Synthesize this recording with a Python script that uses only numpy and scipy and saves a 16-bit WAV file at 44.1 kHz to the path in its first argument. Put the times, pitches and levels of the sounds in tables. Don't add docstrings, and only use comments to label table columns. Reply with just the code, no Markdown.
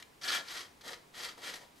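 import sys
import numpy as np
from scipy import signal
from scipy.fft import rfft, irfft
from scipy.io import wavfile
from scipy.ndimage import uniform_filter1d

SR = 44100
rng = np.random.default_rng(int(sys.argv[2]) if len(sys.argv) > 2 else 0)


def write(x):
    x = np.atleast_2d(x).T
    wavfile.write(sys.argv[1], SR, np.round(np.clip(x, -1, 1) * 32767).astype(np.int16))


N = 79380


def steel_tool(biting, skimming, squeaking):
    # (frequency [Hz], relative level [dB])
    grit_spectrum = [(100, -26), (400, -7), (850, -13.5), (1250, -1), (2000, 0.5), (2550, -2.5),
                     (3700, 0.5), (5200, -2), (6800, -8), (9000, -15), (13000, -37), (16000, -50)]
    # (frequency [Hz], bandwidth [Hz], lift [dB])
    biting_modes = [(1385, 92, 10.5), (1510, 40, -1), (1699, 110, 13.5), (2353, 45, 12.5), (2940, 113, 6.5),
                    (3310, 190, 8.5), (4670, 180, 0), (4820, 74, -1)]
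    # (frequency [Hz], bandwidth [Hz], lift [dB])
    skimming_modes = [(984, 140, 9.5), (1207, 120, 3.5), (1388, 64, 4.5), (1957, 430, 7.5), (3237, 230, 6),
                      (4030, 390, 4), (4630, 230, 5), (5106, 230, 5), (6160, 140, 6.5)]
    # (frequency [Hz], relative level [dB])
    squeak_spectrum = [(1500, -40), (3700, -13.5), (4350, -2), (4650, 2), (5000, -4), (5800, -7.5),
                       (7000, -26), (12000, -42)]
    bite = colour(biting * grit(), grit_spectrum, biting_modes)
    skim = colour(skimming * grit(), grit_spectrum, skimming_modes)
    squeak = colour(squeaking * grit(), squeak_spectrum)
    return bite + skim + squeak


def grit(grains_per_s=3000, spread_db=2.5, rub_gain=0.79):
    snaps = rng.random(N) < grains_per_s / SR
    size = undb(spread_db * np.minimum(rng.exponential(size=N), 4))
    polarity = rng.choice([-1, 1], N)
    return unit(unit(snaps * size * polarity) + rub_gain * rng.standard_normal(N))


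def friction_envelopes(judder_hz=130.2, judder_db=1.07, catch_fade_db_per_s=197):
    # (start [s], rise [s], hold [s], fall [s], level [dB], bite [0-1],
    #  relative powder level [dB], relative rasp level [dB])
    strokes = [ (-.06, 0.026, 0.028, 0.049, -51.5, 0.15, -10, -7.5),
               (0.207, 0.049, 0.043, 0.031, -41, 0.9, -9, -12.5),
               (0.295, 0.025, 0.026, 0.09, -34.5, 0.88, -12, -17),
               (0.352, 0.028, 0.021, 0.037, -47, 0, -20, -4.5),
               (0.433, 0.087, 0.076, 0.11, -45, 0.03, -10.5, -15.5),
               (0.816, 0.045, 0.062, 0.084, -50.5, .05, -8.5, -5),
               (1.125, 0.078, 0.048, 0.13, -44, 0.07, -10, -12),
               (1.37, 0.009, 0.011, 0.075, -56, 0.24, -8, 0),
               (1.399, 0.065, 0.027, 0.093, -42.5, 0.28, -10.5, -12.5),
               (1.512, 0.034, 0.011, 0.068, -48.5, 0.1, -7, -9.5),
               (1.588, 0.027, 0.016, 0.079, -60.5, 0.17, -9, -0.5),
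               (1.746, 0.017, .02, .05, -67, 0.14, -2, -8), ]
    # (start [s], length [s], level [dB], bite [0-1],
    #  relative powder level [dB], relative squeak level [dB])
    catches = [ (0.0246, 0.0041, -46, 0.52, -12, -12), (0.2137, .014, -49.5, 0, -14, -4),
               (.2335, 0.017, -48.5, 0.4, -21, 6.5), (0.278, 0.025, -35.5, 0.9, -17, -1),
               (.3035, 0.0027, -30.5, 0.84, -28, -22), (0.3482, 0.0051, -35.5, 0.44, -3.5, -15),
               (0.4834, 0.0033, -46, 0.4, -17, 3), (0.566, 0.019, -44, .1, -14, -10),
               (0.81, .011, -55, 0.07, -9, -8), (0.8787, 0.0059, -45, 0.17, -7, -17),
               (0.885, 0.011, -43, 0, -21, -15), (0.9314, 0.013, -45, 0, -22, -20),
               (1.1523, 0.004, -54, 0.18, -7, -20), (1.178, 0.0057, -47.5, .1, -6, -18),
               (1.2343, 0.0032, -43.5, .1, -9, 0), (1.2451, 0.0075, -40, .3, -9, -5),
               (1.288, 0.0071, -44.5, 0.08, -19, -14), (1.47, 0.0055, -59, 0.5, -20, -15),
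               (1.538, 0.008, -43, 0.1, -18, 0.5), ]
    t = np.arange(N) / SR
    power = np.zeros((5, N))
    for start, rise, hold, fall, db, bite, powder_db, rasp_db in strokes:
        swell = np.clip((t - start) / rise, 0, 1) ** 1.13
        fade = np.clip(1 - (t - start - rise - hold) / fall, 0, 1) ** 1.97
        shares = [bite, 1 - bite, undb(powder_db) ** 2, undb(rasp_db) ** 2, 0]
        power += np.outer(shares, (undb(db) * swell * fade) ** 2)
    power *= unit(undb(judder_db * walk(judder_hz))) ** 2
    for start, length, db, bite, powder_db, squeak_db in catches:
        age = np.maximum(t - start, 0)
        jolt = undb(db - catch_fade_db_per_s * age) * (t >= start) * (age < length)
        shares = [bite, 1 - bite, undb(powder_db) ** 2, 0, undb(squeak_db) ** 2]
        power += np.outer(shares, jolt ** 2)
    return np.sqrt(power)


def powder_hiss(envelope):
    # (frequency [Hz], relative level [dB])
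    spectrum = [(300, -40), (3000, -13), (6500, 2), (9000, -0.5), (12800, -3), (14300, -14), (15500, -30)]
    return colour(envelope * grit(), spectrum)


def floor_rasp(envelope):
    # (frequency [Hz], relative level [dB])
    spectrum = [(60, -29), (150, -12.5), (250, -5), (350, -3), (475, -0.5), (600, 1), (780, 0.5),
                (970, -4.5), (1500, -16), (5000, -42)]
    # (frequency [Hz], bandwidth [Hz], lift [dB])
    modes = [(265, 22, 3), (390, 43, 4.5), (479.7, 21, 6), (965, 33, 8.5)]
    return colour(envelope * grit(), spectrum, modes)


def tiled_room(direct, wall_db=-9.5, tile_db=-7.5, tail_db=-10.5):
    # (frequency [Hz], side gain [dB], left minus right [dB])
    width_and_lean = [(100, -11, 1), (350, -4, -0.7), (690, 4.5, 3.5), (1290, 1.5, 3.5), (2430, 1.5, 0.5),
                      (4500, -3.5, 1), (7600, 0, 1), (12000, -26, -1)]
    walls = undb(wall_db) * reflections(decay_s=0.011)
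    mid = direct + signal.fftconvolve(direct, walls + undb(tail_db) * room_tail())[:N]
    tiles = undb(tile_db) * reflections(decay_s=0.0031)
    side = signal.fftconvolve(direct, tiles + undb(tail_db) * room_tail() / 2)[:N]
    side = weigh(side, along(width_and_lean, bins()))
    lean_db = along(width_and_lean, bins(), column=2) / 2
    return np.array([weigh(mid, lean_db) + side, weigh(mid, -lean_db) - side])


def reflections(decay_s, delay_s=0.0015):
    t = np.arange(N) / SR
    return unit(rng.standard_normal(N) * np.exp(-t / decay_s) * (t > delay_s)) / np.sqrt(N)


def room_tail(onset_s=0.006):
    # (frequency [Hz], time to fall 60 dB [s])
    t60 = [(200, 0.61), (1000, 0.54), (3000, 0.32), (8000, 0.37), (14000, 0.31)]
    t, tail = np.arange(N) / SR, 0
    noise = rfft(rng.standard_normal(N), 2 * N)
    edges_hz = np.r_[0, np.geomspace(SR / 2 ** 7, SR / 2, 7)]
    for lo, hi in zip(edges_hz, edges_hz[1:]):
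        band = irfft(noise * ((bins() >= lo) & (bins() < hi)))[:N]
        tail += band * np.exp(-np.log(1000) * t / along(t60, (lo + hi) / 2))
    return unit(tail * (t > onset_s)) / np.sqrt(N)


def room_noise(mid_db=-63):
    # (frequency [Hz], relative level [dB])
    spectrum = [(20, -2), (40, -11.5), (65, -2.5), (110, -1.5), (250, 0), (400, -2), (600, -5.5), (950, -5),
                (1300, -10), (2500, -11.5), (5000, -15.5), (10000, -19), (14000, -22.5), (16000, -25)]
    # (frequency [Hz], side relative to mid [dB])
    width = [(50, -17.5), (250, -7.5), (1000, 1.5), (4000, -4), (12000, -16)]
    mid, side = (colour(rng.standard_normal(N), spectrum) for _ in range(2))
    side = weigh(side, along(width, bins()))
    return undb(mid_db) * np.array([mid + side, mid - side])


def colour(x, spectrum, modes=()):
    hz = bins()
    peaks_db = sum(lift / (1 + (2 * (hz - f) / width) ** 2) for f, width, lift in modes)
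    gain = unit(undb(along(spectrum, hz) + peaks_db))
    cepstrum = irfft(np.log(gain))
    cepstrum[1:N] *= 2
    return irfft(rfft(x, 2 * N) * np.exp(rfft(cepstrum[:N], 2 * N)))[:N]


def weigh(x, db):
    return irfft(rfft(x, 2 * N) * undb(db))[:N]


def walk(rate_hz):
    span = max(int(SR / rate_hz), 2)
    steps = np.repeat(rng.standard_normal(N // span + 1), span)
    return unit(uniform_filter1d(steps, span)[:N])


def along(table, hz, column=1):
    points = np.array(table, float)
    return np.interp(np.log(hz + 1), np.log(points[:, 0]), points[:, column])


def bins():
    return np.arange(N + 1) * SR / (2 * N)


def undb(db):
    return 10 ** (np.asarray(db) / 20)


def unit(x):
    return x / np.sqrt(np.mean(x ** 2))


def scene():
    biting, skimming, powder, rasp, squeaking = friction_envelopes()
    scraping = steel_tool(biting, skimming, squeaking) + powder_hiss(powder) + floor_rasp(rasp)
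    return tiled_room(scraping) + room_noise()


def record(dry, cutoff_hz=15700):
    return signal.sosfilt(signal.ellip(10, .2, 80, cutoff_hz, fs=SR, output="sos"), dry)


dry = scene()
out = record(dry)
write(out)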